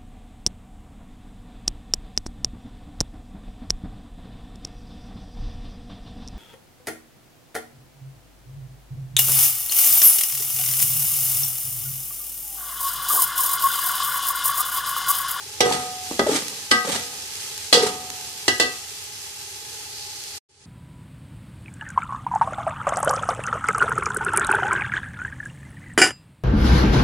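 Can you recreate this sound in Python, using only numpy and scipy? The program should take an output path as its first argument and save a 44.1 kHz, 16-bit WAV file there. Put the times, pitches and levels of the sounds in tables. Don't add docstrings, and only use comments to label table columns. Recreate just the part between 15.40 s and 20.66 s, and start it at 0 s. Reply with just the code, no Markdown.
import sys
import numpy as np
from scipy import signal
from scipy.fft import rfft, irfft, next_fast_len
from scipy.io import wavfile
from scipy.ndimage import map_coordinates

SR = 44100
rng = np.random.default_rng(int(sys.argv[2]) if len(sys.argv) > 2 else 0)


def materialize(psi):
    bounded = np.clip(np.atleast_2d(psi).T, -1, 1)
    quanta = np.round(bounded * 32767).astype(np.int16)
    wavfile.write(sys.argv[1], SR, quanta)


N = 231850

# (frequency [Hz], level [dB], free t60 [s], left-right level [dB], left lead [rad])
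POT_MODES = [(253, -9.5, .22, 2, 0.5), (482, -4, 0.6, -10, 1.5), (740.9, -2, 2.58, 1.5, 0.56),
             (870, -6, 0.2, 1, -1.2), (1156, -1, 0.22, 2, 2), (1152, -10, 0.82, 0.5, 1.7),
             (1250, -1.5, 0.93, 0.5, 1.5), (1563, 0.5, 0.38, 4.5, 2), (1676, -3.5, 0.12, -12.5, -1.5),
             (1959, 1.5, 0.63, 8.5, 3), (1982, -2.5, 0.24, -25, 2.5), (2040, -6.5, 0.19, -1.5, 11.5),
             (2570, -11.5, 0.4, -3.5, -2), (2650, -4.5, 0.79, 4, 4)]
# (frequency [Hz], level [dB])
RASP_SPECTRUM = [(530, -22.5), (900, -1), (1050, -25.5), (1220, -2), (1390, -4.5), (8830, -6.5),
                 (13700, -23), (14500, -25), (15000, -74.5)]

EAR = np.array([[.5], [-.5]])
WALL_SCATTER_DB = 1
WALL_LIFT_DB, WALL_LIFT_OCTAVES = 11.5, 0.7


def amp(db):
    return 10 ** (np.asarray(db) / 20)


def unit(x):
    return x / np.sqrt(np.mean(x ** 2) + 1e-20)


def along(points, hz):
    point_hz, values = np.transpose(points)
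    return np.interp(np.log(hz + 1), np.log(point_hz + 1), values)


def since(s):
    return np.arange(N) / SR - s


def peak_db(s, rise_db, fall_db):
    t = since(s)
    return np.minimum(abs(rise_db) * t, -abs(fall_db) * t)


def wobble(rate, size=N):
    knots = rng.standard_normal(int(size * rate / SR) + 4)
    fine = np.arange(len(knots) * 8) / 8
    curve = map_coordinates(knots, [fine])
    return np.interp(np.arange(size) * rate / SR, fine, curve)


def filtered(x, response):
    size = x.shape[-1]
    padded = next_fast_len(size + 8192)
    spectrum = rfft(x, padded) * response(np.fft.rfftfreq(padded, 1 / SR))
    return irfft(spectrum, padded)[..., :size]


def add(track, s, sound):
    part = track[:, round(s * SR):][:, :sound.shape[-1]]
    part += sound[..., :part.shape[-1]]


def noise(colour, size):
    # (frequency [Hz], left-right correlation [1])
    coherence = [(100, 0.89), (450, 0.95), (800, 0.7), (1300, 0.099), (10000, 0.035)]

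    def response(hz):
        half_angle = np.arccos(np.clip(along(coherence, hz), -1, 1)) / 2
        return colour(hz) * np.array([np.cos(half_angle), np.sin(half_angle)])

    mid, side = filtered(rng.standard_normal((2, size)), response)
    return unit(np.array([mid + side, mid - side]))


def burst(spectrum, t60, attack):
    t = np.arange(SR // 4) / SR
    crowd = noise(lambda hz: amp(along(spectrum, hz)), size=len(t))
    return crowd * amp(-60 * t / t60) * (1 - np.exp(-t / attack))


def crackle(spectrum, rate, spread_db, t60, count):
    sizes = amp(spread_db * np.minimum(rng.standard_normal(N), 2.8))
    sizes *= rng.choice([-1, 1], N)
    ticks = sizes * (rng.random(N) < rate / SR)
    spot = rng.integers(count, size=N)
    out = np.zeros((2, N))
    for k in range(count):
        echo = burst([(1, 0)], t60, attack=1 / SR)[:, :SR // 25]
        own_ticks = (ticks * (spot == k))[None]
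        out += signal.oaconvolve(own_ticks, echo, axes=1)[:, :N]
    return unit(filtered(out, lambda hz: amp(along(spectrum, hz))))


def sizzle():
    # (frequency [Hz], level [dB])
    bubble_spectrum = [(200, -17.5), (650, -21.5), (1050, -16), (1360, -12), (1970, -8.5), (2500, -6),
                       (4300, -3), (6800, -3.5), (9000, -7.5), (13500, -12), (14500, -24.5)]
    # (frequency [Hz], level [dB])
    jet_spectrum = [(2500, -44), (3700, -12), (4400, -1), (5200, -7.5), (7000, -12.5), (12000, -35.5)]
    # (frequency [Hz], left-right level [dB])
    lean = [(600, 6.5), (1300, 2.5), (2400, 0), (4300, 1), (7000, -4.5), (14000, -0.5)]
    # (time [s], relative level [dB])
    pops = [(0.5094, -38), (0.6354, -29), (1.082, -20.5), (1.9553, -25.5), (2.1782, -23), (2.702, -21.5),
            (2.8103, -29), (3.845, -34), (4.8374, -27)]
    # (time [s], rise before flare and settling [dB])
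    stirs = [(0.3, 4), (0.62, 4.5), (0.9, 3.5), (1.48, 4.5), (1.9, 4), (2.7, 3.5), (2.95, 2)]
    rest_db, flare_s, settle_s = -34, 0.07, 0.39
    jet_s, jet_db = 4.55, -37.5

    frying_db = rest_db + 0.47 * wobble(16)
    for s, rise_db in stirs:
        t = np.maximum(since(s), 0)
        frying_db = frying_db + rise_db * (1 - np.exp(-t / flare_s)) * np.exp(-t / settle_s)
    hiss_db = jet_db + peak_db(jet_s, rise_db=134, fall_db=9.5) + 1.1 * wobble(30)

    out = amp(frying_db) * crackle(bubble_spectrum, rate=7000, spread_db=2.5, t60=0.024, count=10)
    out += amp(hiss_db) * noise(lambda hz: amp(along(jet_spectrum, hz)), size=N)
    for s, db in pops:
        add(out, s, amp(db + 3.0) * burst(bubble_spectrum, t60=0.015, attack=.0002))
    return filtered(out, lambda hz: amp(EAR * along(lean, hz)))


def burner():
    # (frequency [Hz], width [Hz], level [dB])
    air_modes = [(412.4, 83, 3.5), (835.6, 81, 5.5)]
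    # (frequency [Hz], level [dB])
    flame_spectrum = [(25, -21.5), (50, -6.5), (85, 5.5), (125, 1), (160, -7), (210, -18), (290, -7),
                      (350, -19.5), (1000, -33.5), (3000, -54)]

    def colour(f):
        hollow = 0
        for hz, width, db in air_modes:
            loss = (f * width) ** 2
            hollow = hollow + amp(db) * loss / ((hz * hz - f * f) ** 2 + loss)
        return np.hypot(hollow, amp(along(flame_spectrum, f)))

    level_db = -47 + 1.0 * wobble(1.6)
    return amp(level_db) * noise(colour, size=N) * amp([[1], [-1]])


def favour(pitch_hz, db, octaves):
    return lambda hz: db * np.exp(-(np.log2((hz + 1) / pitch_hz) / octaves) ** 2)


def contact_colour(x, lift):
    uneven_db, cluster_hz = 4, 221.9

    def response(hz):
        knots = rng.standard_normal(int(hz[-1] / cluster_hz) + 4)
        return amp(lift(hz) + uneven_db * map_coordinates(knots, [hz / cluster_hz]))

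    y = filtered(x, response)
    return y * x.std() / y.std()


def ring(modes, s, lift, damping, scatter_db):
    # (time [s], lowest stilled frequency [Hz])
    touches = [(0.26, 1400), (0.705, 100), (1.425, 1000), (1.85, 100), (3.03, 100), (3.309, 1400)]
    out = np.zeros((2, 2 * SR))
    for hz, db, t60, pan_db, lead in modes:
        life = min(60 / (60 / t60 + abs(damping)), 2)
        t = np.arange(int(life * SR)) / SR
        size = amp(db + lift(hz) + scatter_db * rng.standard_normal() + EAR * pan_db)
        decay = np.exp(-np.log(1000) * t / life) * (1 - np.exp(-t / 0.0011))
        later = [touch - s for touch, lowest_hz in touches if touch > s and hz > lowest_hz]
        free = min(later, default=life)
        stilled = np.exp(-np.maximum(t - free, 0) / 0.019)
        wave = np.sin(2 * np.pi * (hz * t + rng.random()) + EAR * lead)
        out[:, :len(t)] += size * decay * stilled * wave
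    return out


def push(width):
    u = np.arange(SR // 100) / SR / width - 3
    return (2 * u * u - 1) * np.exp(-u * u)


def thud(t60):
    # (frequency [Hz], level [dB])
    knock_spectrum = [(50, -28.5), (100, -7.5), (170, -12.5), (260, 1), (430, 1), (620, -6), (860, -4),
                      (1100, -13.5), (2000, -26), (4000, -70)]
    out = amp(1.5) * burst(knock_spectrum, t60, attack=0.00049)
    add(out, 0, amp(6.5) * push(width=0.00065))
    return out


def clanks():
    # (time [s], relative clash level [dB], clash t60 [s], clash pitch [Hz], knock level [dB],
    # wall ring level [dB], wall pitch [Hz], damping by contact [dB/s])
    strikes = [(0.2052, -13, 0.082, 3780, -15, -25, 520, 3.5),
               (0.3233, -23, 0.035, 4000, -38, -38.5, 580, 13),
               (0.7931, -21, 0.064, 5200, -11, -23, 1130, 599),
               (1.31, -25.5, 0.05, 4410, -34, -50, 1450, 199.5),
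               (1.3132, -12, 0.087, 4560, -18.5, -26, 1450, 18),
               (1.56, -25.5, 0.035, 4000, -28, -42.5, 710, -1),
               (2.327, -8, 0.095, 3300, -17.5, -26, 940, 19),
               (2.339, -13.5, 0.22, 4800, -28, -36.5, 1250, 47),
               (3.08, -13, 0.083, 3100, -16.5, -30.5, 1900, 150),
               (3.1983, -15.5, 0.18, 4550, -22.5, -26, 2740, 79)]
    # (frequency [Hz], level [dB])
    clash_spectrum = [(590, -30.5), (1000, -42), (1560, -13.5), (1800, -17.5), (1970, -7.5), (2240, -24.5),
                      (2770, -4), (4220, -3.5), (9980, -17), (13700, -30.5), (15000, -49)]
    # (frequency [Hz], level [dB], free t60 [s], left-right level [dB], left lead [rad])
    spoon_modes = [(2913, -1, 0.21, -4, 1.1), (2970, -0.5, 0.077, -4, 0.42), (3180, -1, 0.15, 0, 1.2),
                   (3300, 2, 0.13, 2, 0.71), (3476, -10, 0.29, 8, 1.5), (3300, -17, 0.15, -5.5, 1.5),
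                   (4200, 5.5, 0.05, -2.5, 0.63), (4410, -1, 0.11, 4.5, 0.7), (5005, 0.5, 0.13, 9, 0.56),
                   (5319, -7.5, 0.42, 3.5, 2.9), (5700, -12, 0.49, -2.5, 0.85),
                   (6210, -3.5, 0.21, 0.5, 0.5), (8250, 1.5, 0.1, 1, 1.8), (10500, -20, .14, -2, 1.4)]
    out = np.zeros((2, N))
    for s, clash_db, t60, clash_hz, knock_db, wall_db, wall_hz, damping in strikes:
        spoon_lift = favour(clash_hz, db=3, octaves=0.25)
        wall_lift = favour(wall_hz, WALL_LIFT_DB, WALL_LIFT_OCTAVES)
        clash = amp(3.5) * burst(clash_spectrum, t60, attack=0.00026)
        clash += amp(2) * burst(RASP_SPECTRUM, t60=0.06, attack=.0003)
        spoon_ring = ring(spoon_modes, s, spoon_lift, damping, scatter_db=1)
        wall_ring = ring(POT_MODES, s, wall_lift, damping, WALL_SCATTER_DB)
        add(out, s, amp(clash_db) * contact_colour(clash, spoon_lift))
        add(out, s, amp(clash_db - 11) * spoon_ring)
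        add(out, s, amp(knock_db) * thud(1.2 * t60))
        add(out, s, amp(wall_db) * wall_ring)
    return out


def judders():
    # (time [s], length [s], starting pitch [Hz], level [dB])
    tones = [(0.21, 0.042, 442, -24.5), (0.285, 0.06, 496.3, -27), (0.863, 0.015, 623, -16),
             (0.877, 0.024, 446, -16.5), (0.912, 0.058, 303, -24.5), (1.32, 0.062, 233.6, -34.5),
             (1.468, 0.051, 550, -33), (2.344, 0.067, 490.4, -18), (2.426, 0.04, 452, -21)]
    sag_octaves_per_s = 1.42
    out = np.zeros((2, N))
    for s, length, hz, db in tones:
        u = np.linspace(0, 1, round(length * SR))
        sag = 2 ** (-sag_octaves_per_s * length * u)
        pitch = hz * sag * (1 + 0.03 * wobble(200, size=len(u)))
        phase = 2 * np.pi * np.cumsum(pitch) / SR
        swell = np.sqrt(np.abs(np.sin(np.pi * u))) * amp(db + 5.0 * wobble(120, size=len(u)))
        harmonics = np.sin(phase) + amp(-22) * np.sin(2 * phase) + amp(-28.5) * np.sin(3 * phase)
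        add(out, s, swell * harmonics * np.sqrt(2))
    return out


def scrapes():
    # (touch-down [s], lift [s], relative rub level [dB],
    # rasp level at the lift [dB], release [dB/s])
    strokes = [(0.245, 0.328, -24.5, -23.5, 132), (0.864, 0.961, -25.5, -18, 398.5),
               (1.446, 1.556, -29, -20.5, 400), (2.346, 2.47, -25, -21, 330)]
    # (frequency [Hz], level [dB])
    rub_spectrum = [(50, -39.5), (100, -18.5), (180, -11), (290, -4), (350, -19.5), (440, 1), (650, -19),
                    (880, -3.5), (1050, -21.5), (1230, -14.5), (1500, -56), (3000, -45)]
    touch_down_s, rasp_rise_db_per_s = 0.0043, 95
    shove_db, shove_fall_db_per_s = -10.5, 45.5

    rub = crackle(rub_spectrum, rate=300, spread_db=4.5, t60=0.036, count=4)
    rasp = crackle(RASP_SPECTRUM, rate=1800, spread_db=5.0, t60=0.045, count=4)
    grip_db = 1.8 * wobble(70)
    out = np.zeros((2, N))
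    for start, lift, rub_db, rasp_db, release_db in strokes:
        touching = np.clip(since(start) / touch_down_s, 0, 1)
        lifted = np.maximum(since(lift), 0)
        pressure_db = np.maximum(-release_db * lifted, shove_db - shove_fall_db_per_s * lifted)
        speed_db = peak_db(lift, rasp_rise_db_per_s, release_db)
        coarse = amp(rub_db + pressure_db - 2.0) * rub
        fine = amp(rasp_db + speed_db) * rasp
        out += touching * (coarse + fine)
    return amp(grip_db) * out


def bumps():
    # (time [s], knock level [dB])
    blows = [(0.2585, -14.5), (0.712, -23.5), (0.8164, -16.5), (0.863, -19.5)]
    out = np.zeros((2, N))
    lift = favour(897, WALL_LIFT_DB, WALL_LIFT_OCTAVES)
    for s, db in blows:
        wall_ring = ring(POT_MODES, s, lift, damping=249.5, scatter_db=WALL_SCATTER_DB)
        add(out, s, amp(db) * thud(t60=0.048))
        add(out, s, amp(db - 27) * wall_ring)
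    return out


def kitchen(x):
    tail = burst([(100, 2), (500, -2.5), (5000, -3), (14000, -9)], t60=0.34, attack=0.0056)
    return signal.fftconvolve(x, tail / np.linalg.norm(tail[0]), axes=1)[:, :N]


def scene():
    spoon = clanks() + bumps() + scrapes() + judders()
    spoon_lean = [(2000, 1.0), (5000, -3.5), (12000, -2.0)]  # (Hz, left-right dB)
    spoon = filtered(spoon, lambda hz: amp(EAR * along(spoon_lean, hz)))
    return spoon + amp(-9.5) * kitchen(spoon) + sizzle() + burner()


def record(dry):
    # (frequency [Hz], level [dB])
    low_pass = [(150, 9), (1500, 0), (4000, -3), (10000, -2), (11500, -15.5), (12500, -31)]
    low_hz, top_hz = 58, 14400
    level_db, break_s, cut_db_per_s = -2.5, 4.98, 2801
    return_s, return_db, return_db_per_s = 5.087, -26, 67.5

    x = signal.sosfilt(signal.butter(3, low_hz, "highpass", fs=SR, output="sos"), dry)
    before = amp(level_db - cut_db_per_s * np.maximum(since(break_s), 0))
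    onset = np.clip(since(return_s) / 0.0089, 0, 1)
    after = amp(return_db + return_db_per_s * since(return_s)) * onset
    x = before * x + after * filtered(x, lambda hz: amp(along(low_pass, hz)))
    x = x / (1 + x ** 6) ** (1 / 6)
    return filtered(x, lambda hz: 1 / np.sqrt(1 + (hz / top_hz) ** 120))


dry = scene()
out = record(dry)
materialize(out)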